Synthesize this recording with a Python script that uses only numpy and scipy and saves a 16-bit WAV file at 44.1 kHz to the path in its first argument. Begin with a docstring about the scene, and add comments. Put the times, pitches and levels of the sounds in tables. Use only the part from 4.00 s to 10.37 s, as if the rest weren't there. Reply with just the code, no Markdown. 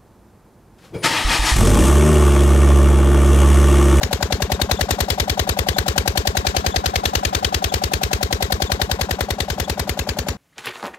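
"""Outdoors at a well, a few metres from an old single-cylinder diesel that drives the pump by belt.
It chugs about ten times a second: combustion knocks in the block, a sharp jet of gas leaves the open
stack with a deep boom, a valve thuds and the intake gulps. Gears rattle, loose iron ticks, the belt chirps
twice a lap, and the earth bank scatters the blows over a soft rush of pump and water.
All is heard in stereo through a phone that pans across the scene and draws away."""
import sys
import numpy as np
from scipy import signal
from scipy.fft import rfft, irfft
from scipy.io import wavfile
from scipy.ndimage import uniform_filter1d, map_coordinates

SR = 44100
rng = np.random.default_rng(int(sys.argv[2]) if len(sys.argv) > 2 else 0)


def generate_wav(signal):
    """Clip the signal to [-1, 1] and save it as 16-bit WAV at the path in sys.argv[1]."""
    frames = np.transpose(np.atleast_2d(signal))
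    scaled = np.clip(frames, -1, 1) * 32767
    pcm = np.round(scaled).astype(np.int16)
    wavfile.write(sys.argv[1], SR, pcm)


N = 280917
TIME = np.arange(N) / SR
CYCLE = np.arange(int(-.03 * SR), int(.16 * SR)) / SR  # seconds from one cycle's exhaust blow
FACING_DB_PER_DEG = 0.1027  # gain of a ringing mode as the phone swings right, times its beaming factor

# the phone's swing from well to water tank and back: t/s, pan to the right/deg, distance/m
PHONE_PATH = [(0, -24.5, 2.21), (.8, -7.5, 1.85), (1.251, 5.5, 2.01), (2.002, 4.5, 1.96), (2.7, 30, 2.1),
              (3.3, 35.5, 2.33), (4.0, 22, 2.2), (4.899, 3, 2.14), (5.35, -8, 2.63), (5.65, -10, 2.7),
              (6.3, -40, 3.05)]


def undb(db):
    """Decibels to amplitude."""
    return 10 ** (np.asarray(db) / 20)


def on_log_hz(points, size):
    """A curve of (f/Hz, value) read at the bins of a spectrum."""
    hz, value = np.transpose(points)
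    return np.interp(np.log(np.fft.rfftfreq(size, 1 / SR) + 1), np.log(hz), value)


def noise(spectrum, count, size=len(CYCLE)):
    """Rows of coloured noise, rms 1: the spectrum sets only the colour."""
    white = rng.standard_normal((count, size))
    coloured = irfft(rfft(white) * undb(on_log_hz(spectrum, size)), size)
    return coloured / coloured.std()


def swell(start, rise, steep):
    """An envelope within the cycle that peaks at 1, rise seconds after its start, and dies away."""
    u = np.maximum(CYCLE - start, 0) / rise
    return (u * np.exp(1 - u)) ** steep


def blows(first_s=.0318):
    """Times of the exhaust blows, as a column: a four-stroke fires once in two turns of the flywheel."""
    # the governed flywheel sags a little under load: t/s, speed/rpm
    flywheel_speed = [(0, 1234.1), (1.45, 1232.6), (2.35, 1226.7), (5.15, 1226.3), (5.65, 1223.9)]
    t = TIME[::100]
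    cycles = np.cumsum(np.interp(t, *np.transpose(flywheel_speed))) * t[1] / (2 * 60)
    cycles = cycles - np.interp(first_s, t, cycles)
    return np.interp(np.arange(int(cycles[-1]) + 1), cycles, t)[:, None]


def uneven(spread_db):
    """A random gain for each cycle."""
    return undb(spread_db * rng.standard_normal(blows().shape))


def every_cycle(rows):
    """Lays one row of sound at each exhaust blow."""
    pad = len(CYCLE)
    track = np.zeros(N + 2 * pad)
    for s, row in zip(blows()[:, 0], rows):
        i = pad + int((s + CYCLE[0]) * SR)
        track[i:i + pad] += row
    return track[pad:pad + N]


def pan(t):
    """Degrees by which the phone points to the right of the engine."""
    s, degrees, _ = np.transpose(PHONE_PATH)
    return np.interp(t, s, degrees)


def carry(t, db_per_deg, near_m=2.0):
    """How much of a source reaches the phone: less with distance, more or less as it swings."""
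    s, _, metres = np.transpose(PHONE_PATH)
    return undb(db_per_deg * pan(t)) * near_m / np.interp(t, s, metres)


def both_ports(source, likeness):
    """Sound that arrives by many paths: the two microphone ports share only part of it."""
    shared = source()
    return np.array([shared, likeness * shared + np.sqrt(1 - likeness ** 2) * source()])


def shade_right_port(x):
    """The phone shades its far port in the middle range, less so as it turns to either side."""
    # right port against left: f/Hz, level/dB
    shade = [(90, 0.5), (190, -.5), (300, -4), (420, -9), (580, -11.5), (760, -5.5), (1100, -8),
             (1700, -14), (2500, -11.5), (3700, -17.5), (5300, -18.5), (7000, -17.5), (8600, -7.5),
             (9700, -0.5)]
    # right port behind left: f/Hz, phase lag/rad
    phase_lag = [(30, 0), (400, .7), (750, .7), (1300, 2.4), (3000, 2.2), (4000, .8), (5700, 2.9),
                 (7800, 0), (10200, -3.1), (12000, -6.3), (13900, -9.4), (15500, -12.6)]
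    shaded = irfft(rfft(x) * undb(on_log_hz(shade, N)) * np.exp(-1j * on_log_hz(phase_lag, N)), N)
    middle = signal.sosfiltfilt(signal.butter(1, [1000, 7000], "band", fs=SR, output="sos"), shaded)
    lift_db = 2 + 0.0911 * np.abs(pan(TIME))
    return shaded + middle * (undb(lift_db) - 1)


def rush():
    """Pump, belt and running water leave a soft, steady bed between the blows."""
    # dark wash: f/Hz, level/dB
    spectrum = [(20, -3), (45, -6), (120, 1.5), (300, 2), (800, -3), (2000, -11.5), (4000, -21),
                (7000, -20), (10000, -36), (15000, -37), (16500, -50)]
    return undb(-38) * noise(spectrum, count=1, size=N)[0]


def scatter():
    """The bright edge of the knock, then the blow coming back from the ground, the well and the bank."""
    # colour of the scattered sound: f/Hz, level/dB
    spectrum = [(150, 7.5), (500, 2.5), (1100, 0), (1600, 4), (2400, 0.5), (3600, 0.5), (5000, 0),
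                (6800, -3), (8200, -10), (9800, -18), (12000, -15.5), (15200, -19), (16200, -34)]
    edge = undb(-29.5) * swell(-.024, .013, 2.55)
    early = undb(-31) * swell(.0045, .02, 1.9) + undb(-33) * swell(.0095, .01, 2.8)
    late = undb(-38.5) * swell(.032, .012, 2.7) + undb(-50.5) * swell(.054, .012, 2.5)
    return every_cycle(noise(spectrum, count=len(blows())) * (edge + early + late) * uneven(1.0))


def belt(lap_s=.9745, rough=0.3, length_s=.0082, fall_hz_per_s=9000, octave_db=-7):
    """Each slick spot slips on the pulley once a lap, with a short, rough, falling chirp."""
    # slick spots on the belt: first pass t/s, f/Hz, level/dB
    slick_spots = [(0.548, 3790, -27), (.777, 3460, -28.5)]
    chirps = 0
    for first, hz, db in slick_spots:
        age = (TIME - first + lap_s / 2) % lap_s - lap_s / 2  # time from the nearest pass
        waver = uniform_filter1d(rng.standard_normal(N), size=60)
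        phase = 2 * np.pi * np.cumsum(hz * (1 + rough * waver) - fall_hz_per_s * age) / SR
        tone = np.sin(phase) + undb(octave_db) * np.sin(2 * phase)
        chirps = chirps + undb(db) * np.exp(-(age / length_s) ** 2) * tone
    return chirps


def ticks(count=11, decay_s=.0043):
    """Loose iron parts tick after each blow, each with a brief ring; later ticks tend to be softer."""
    rows = 0
    for _ in range(count):
        lateness, pitch, softness = rng.random((len(blows()), 3)).T[:, :, None]
        start = .012 + .055 * lateness
        hz = 1400 * 4.6 ** pitch
        db = -20.5 - 12.3 * softness - 21 * lateness
        age = np.maximum(CYCLE - start, 0)
        rows = rows + undb(db) * np.sin(2 * np.pi * hz * age) * np.exp(-age / decay_s)
    return every_cycle(rows)


def rattle(db_per_deg=0.0963):
    """Gears and rockers strike the same way in every cycle, so much of their clatter repeats."""
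    # colour of the clatter: f/Hz, level/dB
    spectrum = [(100, -5), (200, -6), (330, -8.5), (450, -2), (620, -3), (800, -6), (1080, 1), (1300, -8),
                (1620, -1), (2200, -22.5), (3700, -14.5), (6500, -49), (10000, -55)]
    envelope = (undb(-30.5) * swell(-.025, .0054, 1.2)
                + undb(-25) * swell(-.0014, .0039, 0.61)
                + undb(-34.5) * swell(.016, .024, 3.34))
    repeating = noise(spectrum, count=1)
    fresh = undb(-7.5) * noise(spectrum, count=len(blows()))
    return every_cycle((repeating + fresh) * envelope * undb(db_per_deg * pan(blows())) * uneven(1.2))


def body_rings(detune_spread=0.0047):
    """Stack, iron, valve gear and intake ring in turn; some modes carry better to the flywheel side."""
    # stack rings, thin iron, valve thuds, then the intake gulp:
    # start from the blow t/s, f/Hz, rise/s, steepness, level/dB, beaming factor
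    modes = [ (-.0035, 154.2, 0.0069, 1.5, -26, -0.3), (-.0004, 350, 0.0025, 3.6, -17, 0.5),
             (-.0020, 510, 0.0038, 0.67, -25.5, 1), (-.0016, 745, 0.0034, 3.3, -29.5, -0.5),
             (-.0010, 554.4, 0.012, 0.52, -34, 0.1), (-.0010, 246, 0.012, 0.58, -39.5, -2.3),
             (.0040, 3830, 0.016, 0.86, -41.5, 1.5), (-0.0098, 6850, 0.013, 1, -44.5, -3.5),
             (.0270, 420.4, 0.0052, 2.6, -19.5, 0.5), (.0410, 710, 0.0064, 3, -33.5, 0.5),
             (.0360, 1082, 0.0069, 2.4, -31, 2.5), (.0574, 200, 0.0072, 0.48, -30, 0),
             (.0550, 985, 0.017, 1.9, -42.5, 3.8), ]
    rows, facing_db = 0, FACING_DB_PER_DEG * pan(blows())
    for start, hz, rise, steep, db, beaming in modes:
        detune = 1 + detune_spread * rng.standard_normal(facing_db.shape)
        ring = np.sin(2 * np.pi * hz * detune * (CYCLE - start)) * swell(start, rise, steep)
        rows = rows + undb(db + beaming * facing_db) * ring * uneven(0.29)
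    return every_cycle(rows)


def knock():
    """Combustion pressure builds and rings the block, alike in every cycle, with a slight pitch fall."""
    # modes of the block: f/Hz, level/dB, beaming factor, rise/s
    modes = [(595.2, -18.5, 0, 0.0065), (759, -16.5, 1.5, 0.0049), (868, -36, -0.7, 0.011)]
    age = CYCLE + .0142  # the modes are in phase just ahead of the exhaust blow
    rows, facing_db = 0, FACING_DB_PER_DEG * pan(blows())
    for hz, db, beaming, rise in modes:
        ring = np.cos(2 * np.pi * hz * (age - 1.2 * age ** 2)) * swell(-.0212, rise, 2.2)
        rows = rows - undb(db + beaming * facing_db) * ring * uneven(0.21)
    return every_cycle(rows)


def sizzle():
    """A high sizzle with each exhaust blow, and a faint hiss during the knock before it."""
    # colour of the sizzle: f/Hz, level/dB
    spectrum = [(6000, -9.5), (8500, 2.5), (10200, -1.5), (11500, 1), (13000, -3.5), (14200, 1),
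                (15100, -2), (15700, -13), (16500, -42)]
    # slow drift of the sizzle: t/s, level/dB
    drift = [(0.35, -23.5), (.95, -18.5), (1.399, -21), (2.15, -18), (2.498, -23.5), (3.9, -22.5),
             (4.251, -22), (5.0, -23), (6.099, -25.5)]
    envelope = swell(-.0023, .0048, 1.98) + undb(-20.5) * swell(-.023, .01, 4.6)
    db = np.interp(blows(), *np.transpose(drift))
    return every_cycle(noise(spectrum, count=len(db)) * undb(db) * uneven(1.0) * envelope)


def boom():
    """A deep boom with each exhaust blow; the bass falls in pitch."""
    age = np.maximum(CYCLE - .001, 0)
    hz = 19 + 86 * np.exp(-age / .047)
    tone = np.cos(2 * np.pi * np.cumsum(hz * (age > 0)) / SR)
    return every_cycle(undb(-14) * tone * swell(.0012, .018, 4.8) * uneven(0.12))


def jet(patchy_db=1.96, patch_hz=200, bounce_db=2.0):
    """The exhaust valve opens: a turbulent burst that favours other resonances of the stack each time."""
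    # colour of the exhaust gas: f/Hz, level/dB
    spectrum = [(150, -27), (400, -1), (700, 3), (1100, -7.5), (1700, 2.5), (2200, -1.5), (3000, 0),
                (4300, 2.5), (5300, -3.5), (6600, -3.5), (7600, -13), (9000, -34), (11000, -37)]
    # bounce off the uneven ground as the phone moves: t/s, delay/s
    bounce = [(0, .00057), (.9, .00050), (2.0, .00072), (2.55, .00039), (3.8, .00038), (4.5, .00053),
              (5.5, .00052), (6.3, .00063)]
    hz, degrees = np.fft.rfftfreq(len(CYCLE), 1 / SR), pan(blows())
    knots = np.arange(0, SR / 2, patch_hz)
    draws = rng.standard_normal((len(degrees), len(hz)))
    patches = np.array([np.interp(hz, knots, row[:len(knots)]) for row in draws])
    tilt_db = 0.028 * degrees * np.log2((hz + 300) / 2600)  # brighter as the phone swings right
    delay_s = np.interp(blows(), *np.transpose(bounce))
    comb = np.cos(2 * np.pi * hz * delay_s) * np.exp(-(hz / 3800) ** 2)  # fades out in the treble
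    colour_db = patchy_db * patches + tilt_db + bounce_db * comb
    gas = irfft(rfft(noise(spectrum, count=len(degrees))) * undb(colour_db), len(CYCLE))
    gain = undb(-10.5) * carry(blows(), db_per_deg=0.03) * uneven(0.6)
    return every_cycle(gas * gain * swell(-.0022, .005, 2.56))


def scene(port_spacing_m=.14, sound_m_per_s=343):
    """Engine, belt and surroundings at the two ports of the swinging phone."""
    engine = knock() + body_rings() + rattle() + ticks()
    engine = undb(1.4) * carry(TIME, db_per_deg=-0.0523) * engine
    direct = carry(TIME, db_per_deg=-0.0024) * boom() + engine + belt() + rush()
    left, right = direct + both_ports(jet, likeness=0.5)
    # the path to the right port changes as the phone swings
    lag_samples = port_spacing_m * np.sin(np.radians(pan(TIME))) / sound_m_per_s * SR
    right = map_coordinates(right, [np.arange(N) - lag_samples], order=3, mode="nearest")
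    scattered = undb(0.27) * carry(TIME, db_per_deg=0.04) * both_ports(scatter, likeness=0.73)
    around = scattered + sizzle()
    return np.array([left + around[0], shade_right_port(right + around[1])])


def record(dry, low_hz=33, top_hz=16200):
    """The phone drops the deepest bass, rounds the sharpest peaks and cuts the top."""
    trimmed = signal.sosfiltfilt(signal.butter(4, low_hz, "high", fs=SR, output="sos"), dry)
    rounded = trimmed / (1 + np.abs(trimmed) ** 6) ** (1 / 6)
    return signal.sosfilt(signal.ellip(8, .2, 80, top_hz, fs=SR, output="sos"), rounded)


dry = scene()
out = record(dry)
generate_wav(out)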